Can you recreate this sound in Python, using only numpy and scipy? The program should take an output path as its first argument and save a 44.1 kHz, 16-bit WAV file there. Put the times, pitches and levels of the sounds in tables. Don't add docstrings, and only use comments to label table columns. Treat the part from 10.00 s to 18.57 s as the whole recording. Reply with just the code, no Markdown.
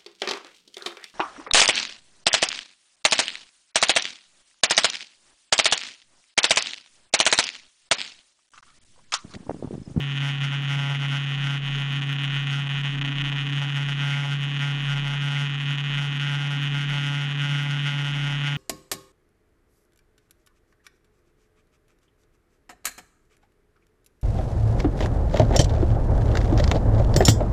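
import sys
import numpy as np
from scipy import signal
from scipy.fft import rfft, irfft, next_fast_len
from scipy.io import wavfile
from scipy.ndimage import uniform_filter1d

SR = 44100
rng = np.random.default_rng(int(sys.argv[2]) if len(sys.argv) > 2 else 0)


def invert_db(x):
    u = np.asarray(x, float) / 20
    return 10 ** u


def unload_wav(signal):
    wavfile.write(
        sys.argv[1],
        SR,
        np.round(np.clip(np.atleast_2d(signal).T, -1, 1) * 32767).astype(np.int16),
    )


N = 377937
TIME = np.arange(N) / SR

# time in seconds, shake rate in Hz.
SHAKE_RATE = [(0.0, 139.7), (0.5, 139.867), (1.01, 139.937), (1.51, 139.876), (2.02, 139.813),
              (2.52, 140.033), (3.02, 140.426), (3.53, 141.018), (4.03, 141.343), (4.54, 141.714),
              (5.04, 141.81), (5.55, 142.167), (6.05, 142.505), (6.55, 142.613), (7.06, 142.814),
              (7.56, 143.151), (8.07, 142.963), (8.57, 143.394)]
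# multiple of the shake rate, level in dB.
WEAK_LINES = [(0.499, -74), (0.752, -75.5), (1.252, -56.5), (1.502, -62.5), (1.75, -51), (2.248, -64.5),
              (2.75, -66), (3.001, -59.5), (3.23, -68), (3.998, -73.5), (5.502, -58.5)]
# start in seconds, end in seconds, lift in dB.
LOPSIDED = [
    (0, .24, 5.5),
    (1.95, 2.36, 5.5),
    (2.9, 3.03, 10),
    (3.03, 3.3, 11),
    (3.3, 3.47, 6.5),
    (3.47, 3.55, 11),
    (5.3, 5.52, 0),
    (6.2, 7.15, 4.5),
    (7.35, 8.6, 5),
]
# start in seconds, length in seconds, surge of the hum in dB.
SWINGS = [(0.214, 0.1, 3), (0.419, 0.057, 4), (0.512, 0.051, 1), (0.678, 0.29, 3), (0.985, 0.085, 1),
          (1.094, .095, 3.5), (1.428, 0.14, 2.5), (1.784, 0.028, 2), (1.944, 0.012, 1.5), (2.351, 0.025, 2),
          (2.501, 0.11, 2), (3.554, 0.013, 3.5), (3.604, 0.056, 2), (3.753, 0.089, 2.5),
          (3.863, 0.061, 1.5), (3.995, .36, 3), (4.603, 0.13, 3), (4.873, 0.12, 3.5), (5.039, 0.13, 1),
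          (5.208, 0.25, 2.5), (5.691, 0.029, 4), (5.966, .12, 2), (6.198, 0.29, 1.5), (6.494, 0.093, 2),
          (6.726, 0.13, 3), (6.885, 0.387, 2), (7.402, 0.39, 4), (7.838, 0.29, 3), (8.134, 0.24, 1),
          (8.422, 0.14, 2)]
# time in seconds, change of the hum in dB.
JOLTS = [(.03, 0.5), (.379, -1.5), (.903, 0.6), (1.312, 0.2), (1.611, -2.5), (1.7, 0), (2.105, 2),
         (2.25, 0.5), (2.454, 0.5), (2.659, -1), (2.76, 1), (2.854, 1.5), (3.08, 0), (3.22, 0.5),
         (3.376, 0.5), (4.275, -1.5), (4.32, 2), (4.441, 2), (5.423, 2), (5.577, -1.5), (5.85, 0.5),
         (6.337, 1), (6.64, 3), (7.075, 0.2), (7.478, -3), (7.663, -2), (7.717, 0.8), (7.928, -2.5),
         (8.25, 1.6)]
# time in seconds, gain in dB, length in cycles.
MISSES = [(0.14, -2, 3), (0.194, -4, 2), (0.366, -2, 2), (0.394, -5, 2), (0.498, -3, 3), (0.666, -2, 2),
          (0.762, -4, 1), (0.938, -3, 2), (0.98, -3, 2), (1.073, -3, 2), (1.255, -5, 1), (1.366, -3, 2),
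          (1.599, -5, 5), (2.006, -11, 1), (2.06, -3, 4), (2.146, -3, 2), (2.175, -7, 2), (2.267, -4, 2),
          (2.289, -5, 2), (2.457, -4, 3), (2.653, -3, 2), (2.685, -11, 1), (2.824, -7, 2), (2.967, -5, 2),
          (3.002, -21, 2), (3.034, -21, 1), (3.041, -4, 1), (3.07, -6, 1), (3.106, -3, 3), (3.141, -6, 3),
          (3.231, -11, 2), (3.308, -7, 2), (3.343, -3, 2), (3.443, -2, 2), (3.482, -6, 1), (3.51, -3, 1),
          (3.712, -3, 2), (3.737, -5, 1), (3.84, -2, 2), (3.875, -3, 2), (3.956, -3, 5), (4.377, -3, 2),
          (4.585, -4, 1), (4.949, -3, 2), (5.012, -3, 2), (5.188, -3, 2), (5.294, -3, 2), (5.484, -3, 2),
          (5.569, -4, 2), (5.593, -4, 1), (5.646, -3, 2), (5.765, -4, 2), (5.825, -4, 3), (5.966, -4, 1),
          (6.187, -5, 2), (6.691, -2, 2), (7.336, -3, 2), (7.367, -5, 1), (8.035, -3, 2), (8.426, -2, 2)]
# time in seconds, gain in dB, length in cycles.
SLAMS = [(0.072, 2, 2), (0.179, 3, 2), (0.416, 2, 2), (0.68, 2, 2), (0.795, 2, 2), (0.898, 3, 1),
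         (1.47, 3, 1), (1.681, 3, 2), (1.752, 3, 2), (1.781, 3, 2), (1.82, 3, 1), (1.927, 3, 3),
         (2.028, 4, 3), (2.096, 2, 2), (2.128, 3, 1), (2.221, 3, 1), (2.242, 3, 3), (2.307, 3, 1),
         (2.474, 3, 2), (2.503, 3, 2), (2.603, 2, 2), (2.671, 3, 1), (2.781, 2, 2), (2.984, 3, 1),
         (3.016, 5, 2), (3.052, 4, 2), (3.183, 4, 1), (3.216, 4, 2), (3.251, 3, 2), (3.276, 3, 1),
         (3.326, 3, 1), (3.361, 3, 1), (3.386, 3, 2), (3.468, 3, 1), (3.5, 3, 2), (3.528, 4, 2),
         (3.556, 2, 2), (3.62, 3, 2), (3.698, 2, 2), (3.755, 3, 2), (3.889, 2, 2), (3.924, 3, 2),
         (3.999, 2, 3), (4.324, 3, 3), (4.434, 3, 2), (4.568, 3, 2), (4.994, 2, 1), (5.075, 2, 2),
         (5.135, 3, 1), (5.604, 2, 2), (5.783, 4, 1), (5.864, 2, 2), (5.945, 2, 3), (6.509, 2, 2),
         (6.674, 3, 1), (6.81, 2, 2), (6.979, 2, 2), (7.077, 3, 4), (7.709, 2, 1), (8.321, 2, 2)]
# start in seconds, end in seconds, gain in dB.
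LOOSE = [(.6, 1.0, -0.5), (1.3, 1.4, -0.1), (2.15, 2.42, 2), (2.7, 2.9, 1.9), (3.0, 3.42, 2),
         (3.45, 3.56, -0.5), (3.6, 3.72, -0.3), (4.3, 4.5, -1.2), (4.7, 5.1, -0.1), (5.55, 5.8, 0.8),
         (5.88, 6.0, 2), (6.18, 6.3, 1), (6.35, 6.7, 0), (7.85, 7.97, 1.5), (8.35, 8.5, 1)]
# frequency in Hz, width in Hz, level in dB.
CASE_MODES = [(1880, 410, 2), (2530, 300, -2), (2895, 450, 2.5), (3324, 1060, -4)]
# frequency in Hz, width in Hz, level in dB.
SHELL_MODES = [(1240, 52, -12), (1471, 248, 5), (1593, 17, 6), (2010, 260, -11.5)]
# frequency in Hz, width in Hz, level in dB.
FREE_MODES = [(1182, 390, 9), (1665, 300, 10), (2354, 400, 13.5)]
# frequency in Hz, width in Hz, level in dB.
THUMP_MODES = [(451, 150, -14), (775, 360, 3.5), (810, 184, 9), (1025, 173, 2.5)]
# frequency in Hz, width in Hz, level in dB.
TICK_MODES = [(4496, 490, 11.5), (5020, 1030, 3.5), (5974, 550, 2), (6544, 880, 6), (7670, 120, -1),
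              (8200, 600, -5.5), (9140, 940, -7.5), (10080, 420, -12), (10800, 1200, -16.5),
              (12000, 1200, -25), (13300, 1400, -35), (14200, 730, -30)]
# time of the widest swing in seconds, peak in dB, half length in seconds, sway rate in Hz.
ROAD_JOINTS = [(0.01, -72, 0.076, 31.2), (0.212, -59, 0.029, 28.5), (0.385, -53, 0.21, 31.6),
               (0.791, -59.2, 0.25, 32), (0.96, -68, 0.11, 27.3), (1.103, -65.5, 0.41, 28.1),
               (1.299, -58, 0.27, 30.1), (1.396, -53, 0.063, 30.8), (1.43, -51, 0.092, 33.3),
               (1.728, -47, 0.17, 26.3), (1.83, -45, 0.17, 29.1), (2.085, -65, 0.048, 32),
               (2.389, -46, 0.17, 30.3), (2.473, -52, 0.057, 31.5), (2.682, -54.5, 0.037, 33),
               (2.8, -46, 0.054, 29.8), (2.972, -64, 0.17, 32.2), (3.092, -47, 0.22, 29.9),
               (3.148, -45, 0.32, 26.7), (3.212, -58, 0.033, 33.2), (3.318, -54.5, 0.25, 32.3),
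               (3.601, -59, 0.098, 33.6), (3.871, -57, 0.04, 30), (3.938, -51, 0.2, 28.2),
               (4.432, -52, 0.17, 29.3), (4.796, -58.3, 0.093, 28.2), (5.02, -42, 0.18, 31.4),
               (5.586, -58.5, 0.12, 30.8), (5.692, -67, 0.11, 27.1), (5.703, -60, 0.18, 33.5),
               (5.962, -48, 0.099, 27), (6.021, -52, 0.34, 32), (6.298, -65, 0.1, 30),
               (6.658, -52, 0.18, 27.9), (6.912, -44, 0.058, 33), (7.065, -58, 0.057, 31.3),
               (7.902, -59.0, 0.11, 30.2), (8.229, -48, 0.21, 28.8), (8.368, -53, 0.037, 31.5),
               (8.552, -54, 0.04, 31.5)]
# time in seconds, peak in dB.
THIN_CLICKS = [(0.6255, -63), (1.927, -62), (2.1271, -59), (2.4274, -65), (2.6274, -70), (3.1278, -68),
               (3.2475, -70), (3.5952, -70), (4.2956, -78), (4.4293, -69), (4.7965, -69), (5.5009, -81),
               (5.9309, -71), (6.632, -59), (7.6326, -58), (7.9329, -70)]
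# frequency in Hz, density in dB per Hz.
ROAD_COLOUR = [(30, -14), (110, -15), (200, -13.5), (290, 4.5), (345, -15.5), (520, -16), (750, -13.5),
               (1500, -2.5), (16000, -62)]

HUM_DB, OCTAVE_DB, KNOCK_DB, ROAD_DB, ROAD_SWELL_DB = -28, -52, -37, -47, 1.2
BUILD_S, CREST_S, DRAINED_DB, SETTLE_S, EDGE_S = 0.032, 0.016, 0.97, 0.014, 0.023
JOLT_S = 0.03
SHELL_GAIN_DB, BACK_GAIN_DB, KNOCK_LOSS_DB = 5.5, 3, 0.34
SHELL_LAG_S, JUDDER_LAG_S, BACK_LAG_S, REBOUND_LAG_S = 0.0003, 0.0018, 0.0038, 0.0009
GAP_LAG_S, BEND_LAG_S = 0.0073, 0.01
UNSTEADY_DB, GRIT_DB = 0.7, 4
CASE_TOP_HZ = 3830
PATCH_DB, PATCH_FROM_HZ = 7, 7500
SWAY_HZ, SWAY_WIDTH_HZ = 29.4, 2


def level(x, db):
    return x * invert_db(db) / np.sqrt(np.mean(x ** 2))


def wander(hz):
    slow = signal.butter(2, hz, fs=SR, output="sos")
    return level(signal.sosfilt(slow, rng.standard_normal(N)), 0)


def spans(rows):
    gates = sum(height * ((TIME > start) & (TIME < end)) for start, end, height in rows)
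    return uniform_filter1d(gates, size=max(int(EDGE_S * SR), 1))


def ring(x, hz, width_hz):
    b, a = signal.iirpeak(hz, hz / width_hz, fs=SR)
    return signal.lfilter(b, a, signal.lfilter(b, a, x))


def body(x, modes):
    return level(sum((-1) ** k * invert_db(db) * ring(x, hz, w) for k, (hz, w, db) in enumerate(modes)), 0)


def clicks(s, size):
    at = np.clip(s * SR, 8, N - 9)
    near = at.astype(int)[:, None] + np.arange(-7, 9)
    off = near - at[:, None]
    shape = np.sinc(off) * np.cos(np.pi * off / 16) ** 2
    return np.bincount(near.ravel(), (size[:, None] * shape).ravel(), N)


def late(x, lag_s):
    return np.interp(np.arange(N) - lag_s * SR, np.arange(N), x)


def engine(turns, swing, surge_db):
    hum_db = HUM_DB + surge_db + 0.56 * wander(23)
    octave_db = OCTAVE_DB + 0.5 * surge_db + spans(LOPSIDED) + 1.2 * wander(14.0)
    phase = 2 * np.pi * turns
    bend = 0.063 * signal.hilbert(swing, next_fast_len(N))[:N].imag
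    hum = invert_db(hum_db) * (1 + 0.041 * swing) * np.cos(phase + bend + 0.098 * wander(6.8))
    octave = invert_db(octave_db) * np.cos(2 * phase + 6 * bend + 1.9 + 0.39 * wander(8.7))
    weak = sum(invert_db(db + 3.2 * wander(13)) * np.cos(order * phase + 1.1 * wander(4.6))
               for order, db in WEAK_LINES)
    return np.sqrt(2) * (hum + octave + weak)


def surge():
    db = np.zeros(N)
    for start, length, crest_db in SWINGS:
        crest, end = start + CREST_S, start + max(length, 2 * CREST_S)
        left_db = crest_db - (crest_db - DRAINED_DB) * min(length / 0.059, 1)
        held = np.interp(TIME, [crest, end], [crest_db, left_db])
        build = np.maximum(crest - TIME, 0) / BUILD_S
        settle = np.maximum(TIME - end, 0) / SETTLE_S
        db = np.maximum(db, held * np.exp(-build - settle))
    bumps = sum(size_db * np.exp(-((TIME - at) / JOLT_S) ** 2) for at, size_db in JOLTS)
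    return uniform_filter1d(db, size=SR // 40) + bumps


def rattle(turns, sway, surge_db):
    far = spans([(start, start + length, 1) for start, length, _ in SWINGS])
    loose = spans(LOOSE)
    knock_db = KNOCK_DB + loose + 0.88 * surge_db - KNOCK_LOSS_DB * far + 1.05 * wander(25.0)
    low_db = SHELL_GAIN_DB * far + 1.1 * surge_db + UNSTEADY_DB * wander(5.9)
    back_db = BACK_GAIN_DB * far + 0.87 * surge_db + 1.16 * wander(24)
    cycle = np.arange(1, int(turns[-1]))
    s = np.interp(cycle, turns, TIME) - 0.00006
    i = np.minimum(s * SR, N - 1).astype(int)
    chance = rng.standard_normal((13, len(s)))
    reached = far[i]
    four_knock = 0.93 * np.cos(np.pi * cycle / 2 + 0.65)
    gap = 0.69 * sway[i] + four_knock + 1.45 * (1 - 0.26 * reached) * chance[0]
    db = knock_db[i] - 0.12 * gap
    for at, gain_db, cycles in [*MISSES, *SLAMS]:
        change_db = 1.11 * min(gain_db, 0) + 0.92 * max(gain_db, 0)
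        db = db + change_db * (abs(s - at) < cycles / 2 / SHAKE_RATE[0][1])
    size = invert_db(db)
    scale = np.sqrt(np.mean(size ** 2))
    s = s + 0.00003 * gap + 0.00006 * wander(27.2)[i] + 0.000015 * chance[1]
    swing = invert_db(back_db[i] - np.mean(back_db))

    knock = clicks(s, size)
    chatter = clicks(s + 0.00031 + 0.00002 * chance[2], size * (0.31 + 0.1 * chance[3]))
    late_size = size * swing ** 0.2 * (0.15 + 0.033 * chance[5])
    late_knock = clicks(s + 0.001646 + 0.000088 * chance[4], late_size)
    echo_size = size * swing ** 1.4 * (0.064 + 0.028 * chance[4])
    echo = clicks(s + 0.001938 + 0.00012 * chance[8], echo_size)
    back_size = size * swing ** 1.47 * invert_db(0.27 * chance[7] - 2.8 * (1.5 - reached))
    back = clicks(s + BACK_LAG_S + 0.00009 * chance[6], back_size)
    case = body(knock + chatter + late_knock + echo + 0.097 * back, CASE_MODES) * invert_db(3.0)

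    heave_db = low_db[i] - np.mean(low_db)
    low = shell(s, i, size, scale, reached, heave_db, chance) + thump(s, i, size, scale, reached, sway)
    dull = signal.sosfilt(signal.butter(4, CASE_TOP_HZ, fs=SR, output="sos"), case + low)
    hard = size * (size / scale) ** 0.039 * swing ** 0.49 * invert_db(0.2 * chance[10] - 0.62 * loose[i])
    bright = tick(turns, s, i, hard, swing, far, late_knock, back, chance)
    return scale * (dull + level(bright, -16.0))


def shell(s, i, size, scale, reached, heave_db, chance):
    heave = size * invert_db(1.11 * heave_db - 0.42 * reached * chance[8])
    heave_s = s + SHELL_LAG_S + (0.00009 - 0.00007 * reached) * chance[9]
    heaving = body(clicks(heave_s, heave), SHELL_MODES) * invert_db(-5.5)
    judder_size = size * reached * invert_db(GRIT_DB * wander(24)[i])
    judder = clicks(s + JUDDER_LAG_S + 0.00044 * chance[11], judder_size)
    juddering = level(ring(ring(judder, 2140, 630), 1940, 1400), -9.5)
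    free_size = size * (scale / size) ** 0.19 * (1 - reached)
    free = clicks(s + 0.00168 + 0.000083 * chance[11], free_size)
    return heaving + juddering + body(free, FREE_MODES) * invert_db(-10.5)


def thump(s, i, size, scale, reached, sway):
    uneven = 0.00009 * (1 - 0.34 * reached) * wander(33)[i]
    shove = s - 0.0018 + 0.00009 * np.tanh(sway[i]) + uneven
    earlier_sway = np.tanh(sway[np.maximum(i - SR // 120, 0)])
    push_db = 4.3 * reached + 0.8 * earlier_sway + 2.35 * wander(12.3)[i]
    push = size ** 0.77 * scale ** 0.65 * invert_db(push_db)
    shoves = clicks(shove, push) + clicks(shove + 0.00189, 0.34 * push)
    shoves = shoves + clicks(shove + 0.003332, (0.57 + 0.28 * reached) * push)
    return body(shoves, THUMP_MODES) * invert_db(-12.5)


def tick(turns, s, i, hard, swing, far, late_knock, back, chance):
    contact = clicks(s, hard) + 0.1 * late_knock + 0.35 * back
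    glint_db = GRIT_DB * (wander(30)[i] + 0.76 * chance[12])
    glint = clicks(s, hard * swing ** 0.5 * invert_db(glint_db))
    rebound_s = s + REBOUND_LAG_S + 0.00021 * chance[9]
    rebound = clicks(rebound_s, 1.53 * hard / swing ** 0.27) + 0.53 * back
    rubbing = abs(contact + clicks(s + REBOUND_LAG_S, 0.11 * hard * swing * far[i]))
    rub_decay = np.exp(-1 / (0.004 * SR))
    scrape = signal.lfilter([1], [1, -rub_decay], rubbing) * rng.standard_normal(N)
    blow = (turns + 0.15).astype(int)
    out = np.zeros(N)
    for k, (hz, width_hz, db) in enumerate(TICK_MODES):
        if hz > PATCH_FROM_HZ:
            found = PATCH_DB * (1 - 1.1 * far) * rng.standard_normal(blow[-1] + 1)[blow]
            patch_db = uniform_filter1d(np.minimum(found, 4), size=32) + 2.3 * far
        else:
            patch_db = 3.2 * far * (4600 < hz < 6000)
        if hz < 7000:
            after = (0.75 if hz > 4600 else 0.3) * rebound
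            sign = (-1) ** (k // 2)
        else:
            after = (0.33 * glint + 0.25 * back) * (hz / 9000) ** 2
            sign = (-1) ** k
        drive = scrape * 0.024 + contact * (hz / 9000) + after
        out += sign * invert_db(db + patch_db) * ring(drive, hz, width_hz)
    return out


def mount():
    t = np.arange(0, N, 16) / SR
    swings = np.zeros(len(t))
    for at, db, half_s, hz in ROAD_JOINTS:
        swings += invert_db(db) * np.exp(-((t - at) / half_s) ** 2) * np.cos(2 * np.pi * hz * (t - at))
    faint = level(ring(rng.standard_normal(N), SWAY_HZ, SWAY_WIDTH_HZ), -67.5)
    return np.interp(TIME, t, swings) + faint


def thin_clicks():
    s, db = np.transpose(THIN_CLICKS)
    bright = signal.butter(1, [7000, 15000], "band", fs=SR, output="sos")
    return signal.sosfilt(bright, clicks(s, invert_db(db + 30.5)))


def road():
    hz = np.fft.rfftfreq(N, 1 / SR) + 1
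    f, db = np.transpose(ROAD_COLOUR)
    colour = invert_db(np.interp(np.log(hz), np.log(f), db))
    roar = irfft(rfft(rng.standard_normal(N)) * colour, N)
    return level(roar, ROAD_DB) * invert_db(ROAD_SWELL_DB * wander(23.0))


def scene():
    s, rate_hz = np.transpose(SHAKE_RATE)
    turns = 0.45 + np.cumsum(np.interp(TIME, s, rate_hz)) / SR
    sway = mount()
    reach = level(sway, 0)
    swing = reach / np.sqrt(uniform_filter1d(reach ** 2, size=SR // 10) + 0.24)
    surge_db = surge()
    hum = engine(turns, late(swing, BEND_LAG_S), surge_db)
    knocks = rattle(turns, late(reach, GAP_LAG_S), surge_db)
    return (hum + knocks + sway + thin_clicks() + road())[None]


def top_cut(x):
    return signal.sosfilt(signal.butter(12, 15850, fs=SR, output="sos"), x)


def record(dry):
    return top_cut(dry)


dry = scene()
out = record(dry)
unload_wav(out)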